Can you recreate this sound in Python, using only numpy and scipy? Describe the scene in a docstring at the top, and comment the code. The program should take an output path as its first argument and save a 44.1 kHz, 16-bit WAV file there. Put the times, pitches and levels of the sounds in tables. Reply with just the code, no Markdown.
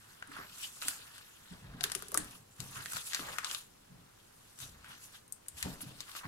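"""A small workshop: gloved hands peel plastic film off a metal sheet on a bench, close to a two-port microphone.
The glue lets go in sharp snaps, each a short coloured flutter, over crackle made of tiny random releases.
The film squeaks and rubs; the sheet's low modes boom softly when pressed, and noise rings the bench.
Near echoes and a dense room tail answer over a faint hum and quiet, steady noise."""
import sys
import numpy as np
from scipy import signal
from scipy.fft import rfft, irfft, next_fast_len
from scipy.io import wavfile
from scipy.ndimage import uniform_filter1d

SR = 44100
rng = np.random.default_rng(int(sys.argv[2]) if len(sys.argv) > 2 else 0)


def magnitude_from_level(level_db):
    """Linear magnitude for a level in decibels (20 dB per decade)."""
    exponent = np.asarray(level_db, float) / 20
    return 10 ** exponent


def persist_wave(psi):
    """Save psi, clipped to +-1, as 16-bit WAV."""
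    counts = np.round(np.clip(psi, -1, 1) * 32767).astype(np.int16)
    wavfile.write(sys.argv[1], SR, np.atleast_2d(counts).T)


N = 276683

# Glue or a crease letting go; colour columns are relative, pan is left minus right ahead of a fixed lean:
# start_s, peak_db, body_db, middle_db (at 4 kHz), pan_db
SNAPS = [(0.225, -28.5, 22, 8, -0.5), (0.274, -37, -12, -14, -2), (0.8175, -26, 2, 12, 0),
         (0.8228, -21, 10, 6, -7.5), (0.8835, -8, -5.5, -9.5, -4.5), (1.181, -32.5, 5, 2, 1),
         (1.8094, -21, 7, 6, 10.5), (1.834, -20.5, -7, -4, 5), (1.8397, -7.5, 6, 5.5, -0.5),
         (1.8997, -30, 6, 2, 15), (1.9188, -14, 4, -2, 2.5), (1.951, -12.5, -6, -3, 5),
         (1.9926, -31, 4, -11, -4), (2.0235, -24.5, 9, -6, -1.5), (2.084, -28, -17, -7, -3),
         (2.1187, -25.5, 8, -4, -1), (2.1441, -11.5, -5, -15, 0), (2.1485, -22, 20, -8, 0.5),
         (2.175, -7, -3, -11.5, 0), (2.246, -32, -4, -4, 0), (2.3108, -34, -6, -2, -4),
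         (2.6035, -22, -6, 4.5, 8), (2.7576, -34, 10, 0, 0), (2.859, -22, 16, 5, -8),
         (2.9213, -25.5, -2, -19, -1), (2.934, -20, 11, -10, -3), (2.9615, -24, 3, -6, 0),
         (2.969, -21.5, 6, -2, 5), (3.1221, -28, 9, 8, -8), (3.1338, -21, 13, 8, 10),
         (3.1472, -10, 0, 6, -5.5), (3.163, -28, 14, 0, 0), (3.1943, -26, 14.5, -11, -4.5),
         (3.2884, -30, 14, 0, 0), (3.3849, -14.5, 14, 1, 1), (3.4462, -15, 5, 12, 2.5),
         (3.4705, -29, 7, 8, 0), (3.513, -19.5, 5, 13, 5), (3.548, -18, 5, 14, 3),
         (4.5895, -35, -5, -3, 13), (4.603, -29.5, -5, -8, 9.5), (4.845, -36, 18, 4.5, 1),
         (5.2796, -40.5, -9, -5, 1), (5.3238, -21.5, -43, -26, 8), (5.4633, -45, 14, 0, 0),
         (5.4842, -22, -12.5, -13.5, 3), (5.6275, -13, 4, 3, 1.5), (5.8074, -31, 14, 10, 2),
         (6.0056, -22, 6, 6, 4), (6.1163, -34, 10, 6, 0), (6.152, -30.5, 16, 4, 7)]
# The film edge rings high while taut, lower while slack: time_s, pitch_hz
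EDGE_RING = [(0.23, 7000), (0.27, 9600), (2.3, 10000), (2.6, 7100), (3.4, 7760), (3.5, 8700), (5.5, 9000),
             (5.6, 7600)]
# The air pocket under the lifted film, its pitch set by the fold: time_s, pitch_hz
POCKET = [(.225, 1500), (.82, 1280), (.885, 1550), (1.84, 1650), (1.9, 1150), (1.92, 1900), (1.95, 1300),
          (2.02, 1400), (2.148, 1200), (2.175, 1750), (2.25, 1200), (2.77, 1000), (2.86, 1850),
          (2.95, 1300), (3.135, 1750), (3.17, 1650), (3.2, 1300), (3.25, 900), (3.385, 1300), (4.9, 1500),
          (5.6, 1900), (5.81, 1000), (6.15, 1300), (6.25, 1100)]
POCKET_WIDTH_HZ = 220  # half-width of the ring
# Uneven pull and handling of the film, swelling and fading, ahead of the layer trims:
# time_s, level_db, bright_db (fine crackle minus rustle)
PEEL = [(0.0, -66.5, 1), (0.11, -61, 0), (0.21, -65, -4), (0.29, -64, -10), (0.52, -62.5, 3),
        (0.77, -58, 10), (1.03, -63.5, 0), (1.3, -64.5, 4.5), (1.55, -61, -5), (1.76, -66, -10),
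        (1.88, -56, -5), (1.96, -55.5, 1), (2.1, -61.5, 4), (2.31, -62, 0), (2.43, -80, 15),
        (2.572, -67.5, 6), (2.605, -54, 4), (2.68, -58, 10), (2.83, -56.5, 3), (3.04, -60.5, 9),
        (3.145, -46, -1), (3.26, -49.5, -2), (3.337, -48.5, -4), (3.425, -55.5, -5), (3.46, -46.5, -4),
        (3.542, -46, 7), (3.62, -62, 10.5), (3.7, -74, 14), (3.89, -71, -2.5), (4.54, -67, 7.5),
        (4.8, -71, -1), (5.3, -81, 14), (5.79, -74, -6), (5.88, -63, 3), (5.96, -67, 4), (6.27, -66, -8)]
# Short crumples and tugs, rise and fall over 20 dB: peak_s, rise_s, fall_s, level_db, bright_db
TUGS = [(.319, .04, 0.18, -55, -5), (.375, .1, .17, -52.5, -14.5), (0.642, .2, .11, -49.5, 10),
        (.819, .008, .35, -47.5, 1), (.89, 0.13, 0.15, -48, 11), (1.187, 0.26, .2, -59.5, -3),
        (1.84, .03, .06, -48, -6), (2.168, 0.07, 0.26, -52.5, 2), (2.362, 0.26, 0.07, -62, 10.5),
        (2.77, 0.09, .16, -48.5, -1.5), (2.903, 0.09, 0.3, -53.5, 16), (2.971, 0.0954, .075, -42.5, 3),
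        (3.07, .05, 0.1, -49.5, 11.5), (4.617, .055, 0.14, -51, 8.5), (4.914, .15, .12, -53, -5.5),
        (5.039, .1, 0.17, -57, 9), (5.153, .06, .07, -56, 2), (5.582, .035, .35, -50.5, 2),
        (5.65, 0.03, 0.05, -53, -7.5), (5.74, .3, .025, -56.5, 6), (5.815, .012, .14, -51.5, -1),
        (6.013, 0.13, .1, -56, 2.5), (6.09, .04, .25, -53, 3), (6.163, .02, .06, -43.5, -1),
        (6.243, .02, .12, -55, -22)]
# Glue threads fizz on after a snap: level against its peak, ahead of the layer trim, and time to fall 20 dB
AFTER_DB, AFTER_S = -41, 0.077
# Colour of the glue threads' fine crackle: pitch_hz, level_db (per Hz, relative)
FINE_COLOUR = [(3500, -19.5), (5500, -4), (7500, -1), (10000, -2), (12800, -6), (15700, -17), (16300, -34)]
# Colour of the creases: pitch_hz, level_db (per Hz, relative)
CRINKLE_COLOUR = [(1800, -19.5), (2600, 2.5), (3300, 1.5), (4500, -0.5), (5500, -6), (7500, -35.5)]
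# Colour of the slack film on metal: pitch_hz, level_db (per Hz, relative)
RUSTLE_COLOUR = [(250, -29), (450, -11), (800, -3.5), (1100, 3.5), (1700, 4.5), (2200, 0.5), (3200, -24)]
# Whistle of the rubbing film: start_s, end_s, end_pitch_hz, top_pitch_hz, level_db (rms at the top)
SQUEAK = (.38, .49, 12350, 13100, -66)
# Film dragged over an edge sings roughly: peak_s, length_s, pitch_hz, width_hz, level_db
RUBS = [(0.642, 0.048, 2940, 300, -41), (3.26, .2, 850, 600, -53), (4.63, 0.067, 3780, 400, -51.5),
        (5.16, 0.057, 3240, 400, -58), (5.819, 0.027, 10600, 910, -41)]
# The sheet bumped or flexed: peak_s, level_db, push_hz (where it is strongest), spread_octaves, t60_s
KNOCKS = [(0.291, -56, 270, 0.12, 0.38), (0.391, -53, 402, 0.7, 0.16), (0.857, -55, 260, 0.2, 0.21),
          (.995, -59, 450, .3, 0.04), (1.519, -45, 180, 0.12, 0.13), (1.63, -52, 122, 0.54, 0.63),
          (1.7, -52, 49.6, 0.19, 0.24), (1.75, -48.5, 189, 0.37, 0.26), (1.814, -44.5, 760, 0.24, 0.081),
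          (1.844, -51, 407, 0.2, 0.25), (1.958, -46, 371, 0.2, 0.12), (2.033, -53, 396, 0.15, 0.16),
          (2.093, -58, 400, .2, .12), (2.126, -50, 500, .4, .1), (2.151, -45, 420, 0.3, 0.2),
          (2.183, -41, 320, 0.12, 0.15), (2.199, -53.5, 192, 0.42, 0.64), (2.41, -61, 132, 0.31, 0.32),
          (2.603, -45.5, 133, .3, 0.34), (2.776, -50, 126, 0.28, 0.31), (2.951, -51.5, 146, 0.44, 0.13),
          (3.199, -48.5, 258, 0.77, 0.23), (3.29, -51.5, 596, 0.72, 0.28), (3.911, -55.5, 159, .25, 0.6),
          (4.617, -52, 130, 0.28, 0.35), (4.722, -58, 60, 0.5, 0.56), (4.898, -57, 133, 0.59, 0.22),
          (5.553, -56, 78, 0.31, 0.11), (5.651, -44.5, 74, 0.14, 0.13), (5.653, -42.5, 760, 0.94, 0.12),
          (5.658, -39, 184, 0.46, 0.28), (5.837, -50, 253, 0.18, 0.15), (5.87, -48.5, 138, 0.31, 0.37),
          (6.256, -44.5, 150, 0.6, 0.27)]
# Low modes of the sheet: pitch_hz
SHEET_HZ = [47, 75, 102, 134, 178, 240, 279, 307, 372, 398, 432, 497, 545, 620, 720, 790, 905, 1010]
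# Broad modes of the bench: pitch_hz, width_hz, level_db (relative)
BENCH = [(44, 35, -35), (99.55, 28, -14), (180, 88, 5), (278, 38, -2.5), (426, 65, -8), (710, 970, 4.5)]
# First give, then bench echoes, placed against the snap: delay_s, level_db
NEAR = [(-.0014, -19), (.0023, -12), (.0032, -16), (.0045, -15), (.0075, -21)]
# Decay of the workshop walls: pitch_hz, t60_s
SHOP = [(200, 0.39), (1000, 0.43), (4000, 0.31), (9000, 0.24), (15000, 0.05)]
# Colour difference between the ports: pitch_hz, left_minus_right_db
PORTS = [(200, 0), (700, 4), (1300, -2), (2400, 2), (4400, 4), (8100, 1), (13000, -6)]
LEAD_S = 0.00016  # the left port hears the film first
# Steady workshop hum: pitch_hz, level_db
HUM = (102.3, -79)
# Background colour: pitch_hz, level_db (per Hz, relative)
QUIET = [(20, -4.5), (49, -7), (107, -2), (337, -8.5), (527, -8.5), (1000, -10), (2320, -18),
         (11400, -22.5), (15700, -28), (16300, -44)]
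QUIET_DB = -65.5  # rms of the two ports averaged
# Likeness of the background at the two ports: pitch_hz, likeness (-1 to 1)
SAME = [(60, 0.79), (130, 1), (290, 0.37), (640, -0.78), (1400, 0.41), (3100, 0.022)]


def evened(x):
    """Scales to rms 1."""
    return x / np.sqrt(np.mean(x ** 2) + 1e-20)


def read(points, hz):
    """Reads a spectrum table at the given frequencies, along a log pitch axis."""
    f, value = np.transpose(points)
    return np.interp(np.log(hz + 1), np.log(f + 1), value)


def causal(gain_db):
    """Minimum-phase impulse response with the given half-spectrum of gains."""
    log_gain = np.log(magnitude_from_level(np.maximum(gain_db, -70)))
    full = np.concatenate([log_gain, log_gain[-2:0:-1]])
    response = np.fft.ifft(np.exp(full - 1j * signal.hilbert(full).imag)).real
    return response[:len(gain_db)]


def snaps():
    """Each snap is a short flutter of the film edge with its own colour; three groups allow unlike room paths."""
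    out = np.zeros((3, 2, N + 2048))
    hz = np.fft.rfftfreq(1024, 1 / SR)
    t = np.arange(40) / SR
    chance = rng.standard_normal((len(SNAPS), 2, 40))
    # The peel line lies nearer the middle, so the left port leads by two samples less
    first = np.eye(40)[[2, 0]]
    for k, ((s, peak_db, body_db, middle_db, pan_db), shake) in enumerate(zip(SNAPS, chance)):
        colour = read([(450, body_db - 18.5), (1500, body_db - 6), (4000, middle_db),
                       (8000, -4.5), (13000, -4.5), (16500, -29)], hz)
        edge_hz = np.interp(s, *np.transpose(EDGE_RING))
        colour += 8 / (1 + ((hz - edge_hz) / 1200) ** 2)
        colour += pocket(s, hz, ring_db=11)
        flutter = first + 0.3 * shake * np.exp(-t / 0.00031)  # a little different at each port
        crack = signal.fftconvolve(flutter, causal(colour)[None], axes=1)
        peak = abs(signal.hilbert(crack)).max(1, keepdims=True)
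        crack = magnitude_from_level(peak_db) * crack / peak
        pan = magnitude_from_level(np.array([[pan_db + 2.5], [-3.5 - pan_db]]) / 2)
        at = round(s * SR)
        out[k % 3, :, at:at + crack.shape[1]] += crack * pan
    return out[..., :N]


def pocket(s, hz, ring_db):
    """The trapped air resonates: lift in dB around the pocket's pitch at time s."""
    pocket_hz = np.interp(s, *np.transpose(POCKET))
    return ring_db / (1 + ((hz - pocket_hz) / POCKET_WIDTH_HZ) ** 2)


def film():
    """Three sizes of crackle: glue threads, creases, the slack film on metal."""
    fine_db, crinkle_db, rustle_db = motion()
    fine = crackle(fine_db - 0.5, FINE_COLOUR, per_s=11000, spread_db=3, clump_db=1.2, alike=0.16)
    crinkle = crackle(crinkle_db - 1.7, CRINKLE_COLOUR, per_s=6000, spread_db=2.4, clump_db=2.1, alike=0.26)
    rustle = crackle(rustle_db - 2.3, RUSTLE_COLOUR, per_s=2200, spread_db=3, clump_db=2.0, alike=0.58)
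    return fine + crinkle + rustle


def motion():
    """Levels of fine crackle, crinkle and rustle: pull, tugs and after-fizz add up as powers."""
    t = np.arange(0, N, 64) / SR
    lean = np.array([[.5], [0], [-.5]])  # brightness favours the fine crackle over the rustle
    s, db, bright_db = np.transpose(PEEL)
    power = magnitude_from_level(2 * (np.interp(t, s, db) + lean * np.interp(t, s, bright_db)))
    for s, rise, fall, db, bright_db in TUGS:
        drop_db = 20 * np.maximum((s - t) / rise, (t - s) / fall)
        power += magnitude_from_level(2 * (db + lean * bright_db - drop_db))
    for s, db, *_ in SNAPS:
        power[0] += (t > s) * magnitude_from_level(2 * (db + AFTER_DB - 20 * abs(t - s) / AFTER_S))  # fine crackle only
    return [np.interp(np.arange(N) / SR, t, level_db) for level_db in 10 * np.log10(power)]


def crackle(level_db, colour, per_s, spread_db, clump_db, alike):
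    """Tiny releases of random size that come in clumps, rung through one colour; the ports share only part."""
    draw = rng.random((2, N))
    size = rng.exponential(1, (2, N))
    sign = np.sign(rng.standard_normal((2, N)))
    slow = uniform_filter1d(uniform_filter1d(rng.standard_normal(N), 300), 300)
    clump = magnitude_from_level(clump_db * evened(slow))
    a, b = (draw < per_s / SR) * sign * magnitude_from_level(spread_db * np.minimum(size, 5)) * clump
    both = np.array([a, alike * a + np.sqrt(1 - alike ** 2) * b])
    ring = causal(read(colour, np.fft.rfftfreq(1024, 1 / SR)))
    rung = signal.oaconvolve(both, ring[None], axes=1)[:, :N]
    return magnitude_from_level(level_db) * patchy(rung, patchy_db=2.0)


def patchy(x, patchy_db):
    """The crumpling film keeps changing shape, so its colour drifts in patches and follows the air pocket."""
    hz, s, z = signal.stft(x, SR, nperseg=256, noverlap=192)
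    field = rng.standard_normal(z.shape[1:])  # one field for both ports
    field = uniform_filter1d(field, 6, 0)  # smooth over pitch, then twice over time
    field = evened(uniform_filter1d(uniform_filter1d(field, 20, 1), 20, 1))
    gain = magnitude_from_level(patchy_db * field + pocket(s, hz[:, None], ring_db=4))
    return evened(signal.istft(z * gain, nperseg=256, noverlap=192)[1][:, :N])


def rubs():
    """Short swells of friction noise inside one resonance, unlike at the two ports."""
    out = np.zeros((2, N))
    t = np.arange(N) / SR
    for s, length, hz, width, db in RUBS:
        band = signal.butter(1, [hz - width / 2, hz + width / 2], "bandpass", fs=SR, output="sos")
        swell = np.exp(-(4 * (t - s) / length) ** 2 / 2)
        out += magnitude_from_level(db) * swell * evened(signal.sosfilt(band, rng.standard_normal((2, N))))
    return out


def squeak():
    """Rubbing film gives a thin whistle whose pitch and level arch up and fall back."""
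    start, end, low_hz, top_hz, db = SQUEAK
    along = np.clip((np.arange(N) / SR - start) / (end - start), 0, 1)
    arch = 4 * along * (1 - along)
    turns = np.cumsum(low_hz + (top_hz - low_hz) * arch) / SR
    return np.sqrt(2 * arch) * magnitude_from_level(db) * np.sin(2 * np.pi * turns)


def knocks():
    """A soft push swings the sheet modes nearest its own pitch; the ports catch upper modes out of step."""
    out = np.zeros((2, N + SR))
    t = np.arange(SR // 2) / SR
    hz = np.array(SHEET_HZ)[:, None]
    chance = rng.random((len(KNOCKS), len(SHEET_HZ), 2))
    # The glove's hold keeps shifting
    grip = evened(uniform_filter1d(rng.standard_normal((len(KNOCKS), len(t))), 250))
    for (s, db, push_hz, spread, t60), draw, wobble in zip(KNOCKS, chance, grip):
        share = np.exp(-(np.log2(hz / push_hz) / spread) ** 2 / 2)
        rise = 0.0025 + 2.2 / push_hz  # seconds; low pushes swell more slowly
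        attack = np.sin(np.pi / 2 * np.minimum(t / rise, 1)) ** 2
        shape = magnitude_from_level(db - 60 * np.maximum(t - rise, 0) / t60) * attack
        phase = 2 * np.pi * (hz * t + draw[:, :1])
        apart = (draw[:, 1:] - .5) * hz / 200  # radians
        pair = np.array([(share * np.sin(phase + side * apart)).sum(0) for side in (1, -1)])
        pair = pair / np.linalg.norm(share)
        at = round((s - rise) * SR)
        out[:, at:at + len(t)] += np.sqrt(2) * shape * magnitude_from_level(push_hz / 400 * wobble) * pair
    return out[:, :N]


def bench(knocking):
    """The bench rattles on in its broad modes for a moment after the sheet is knocked."""
    push, other = rng.standard_normal((2, N))
    t = np.arange(8192) / SR
    linger = np.exp(-1 / (0.036 * SR))  # 36 ms smoothing of the knocking power
    drive = np.sqrt(signal.lfilter([1 - linger], [1, -linger], (knocking ** 2).mean(0)))
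    modes = np.zeros(len(t))
    for hz, width, db in BENCH:
        decay = np.exp(-np.pi * width * t)
        modes += magnitude_from_level(db) * np.sqrt(width) * decay * np.sin(2 * np.pi * hz * t)
    both = np.array([push + 0.37 * other, push - 0.16 * other])
    rattle = evened(signal.oaconvolve(both, modes[None], axes=1)[:, :N])
    return magnitude_from_level(-4.5) * drive * rattle


def near_echoes(direct):
    """A first give just ahead of each snap and short bench echoes after it, flipping sign in turn."""
    return sum(magnitude_from_level(db) * (-1) ** k * np.roll(direct, round(s * SR), 1) for k, (s, db) in enumerate(NEAR))


def shop(x, scatter_t60, scatter_db, walls_db):
    """Dense scatter off hands and bench, then the walls; sparse taps, other ones per port."""
    length = SR // 2
    taps = np.zeros((2, length))
    at = np.arange(40, length - 10, 10) + rng.integers(0, 10, (2, (length - 41) // 10))
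    np.put_along_axis(taps, at, rng.choice([-1., 1.], at.shape), 1)
    scatter = taps * magnitude_from_level(-60 * np.arange(length) / SR / scatter_t60)
    hz, t, z = signal.stft(taps, SR, nperseg=256)
    decay = magnitude_from_level(-60 * t / read(SHOP, hz)[:, None])
    walls = signal.istft(z * decay, SR, nperseg=256)[1][:, :length]
    tail = magnitude_from_level(scatter_db) * scatter / np.linalg.norm(scatter[0])
    tail = tail + magnitude_from_level(walls_db) * walls / np.linalg.norm(walls[0])
    return signal.fftconvolve(x, tail, axes=1)[:, :N]


def ports(x):
    """Each port has its own colour and the right one hears a little late."""
    size = next_fast_len(N + 64)
    hz = np.fft.rfftfreq(size, 1 / SR)
    half = magnitude_from_level(read(PORTS, hz) / 2)
    late = np.exp(-2j * np.pi * hz * LEAD_S)
    return irfft(rfft(x, size) * np.array([half, late / half]), size)[:, :N]


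def hum():
    """A faint steady sine hums in the workshop, the same at both ports."""
    hz, db = HUM
    return np.sqrt(2) * magnitude_from_level(db) * np.sin(2 * np.pi * hz * np.arange(N) / SR)


def quiet():
    """Steady noise of the workshop and the microphone, its likeness between ports set by pitch."""
    hz = np.fft.rfftfreq(2048, 1 / SR)
    a, b, c, d = rng.standard_normal((N // 512 + 5, 1025, 4)).T
    same = np.clip(read(SAME, hz), -1, 1)[:, None]
    left = a + 1j * b
    right = same * left + np.sqrt(1 - same ** 2) * (c + 1j * d)
    z = np.array([left, right]) * magnitude_from_level(read(QUIET, hz))[:, None]
    both = signal.istft(z, nperseg=2048, noverlap=1536)[1][:, :N]
    return magnitude_from_level(QUIET_DB) * both / np.std(both.mean(0))


def scene():
    """All sources in the workshop; only the snaps feed the echoes and the room."""
    cracks, sheet = snaps(), knocks()
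    direct = cracks.sum(0)
    room = sum(shop(x, scatter_t60=0.027, scatter_db=-8.5, walls_db=-10.5) for x in cracks)
    hands = film() + rubs() + squeak() + sheet + bench(sheet)
    return ports(direct + near_echoes(direct) + room + hands) + hum() + quiet()


def top_cut(x):
    """Nothing passes above the cut-off."""
    return signal.sosfilt(signal.butter(12, 16820, fs=SR, output="sos"), x)


def record(dry):
    """Limits the band to 16.5 kHz and finishes the mix."""
    limited = signal.oaconvolve(dry, signal.firwin(255, 16500, fs=SR)[None], "same")
    return top_cut(limited)


dry = scene()
out = record(dry)
persist_wave(out)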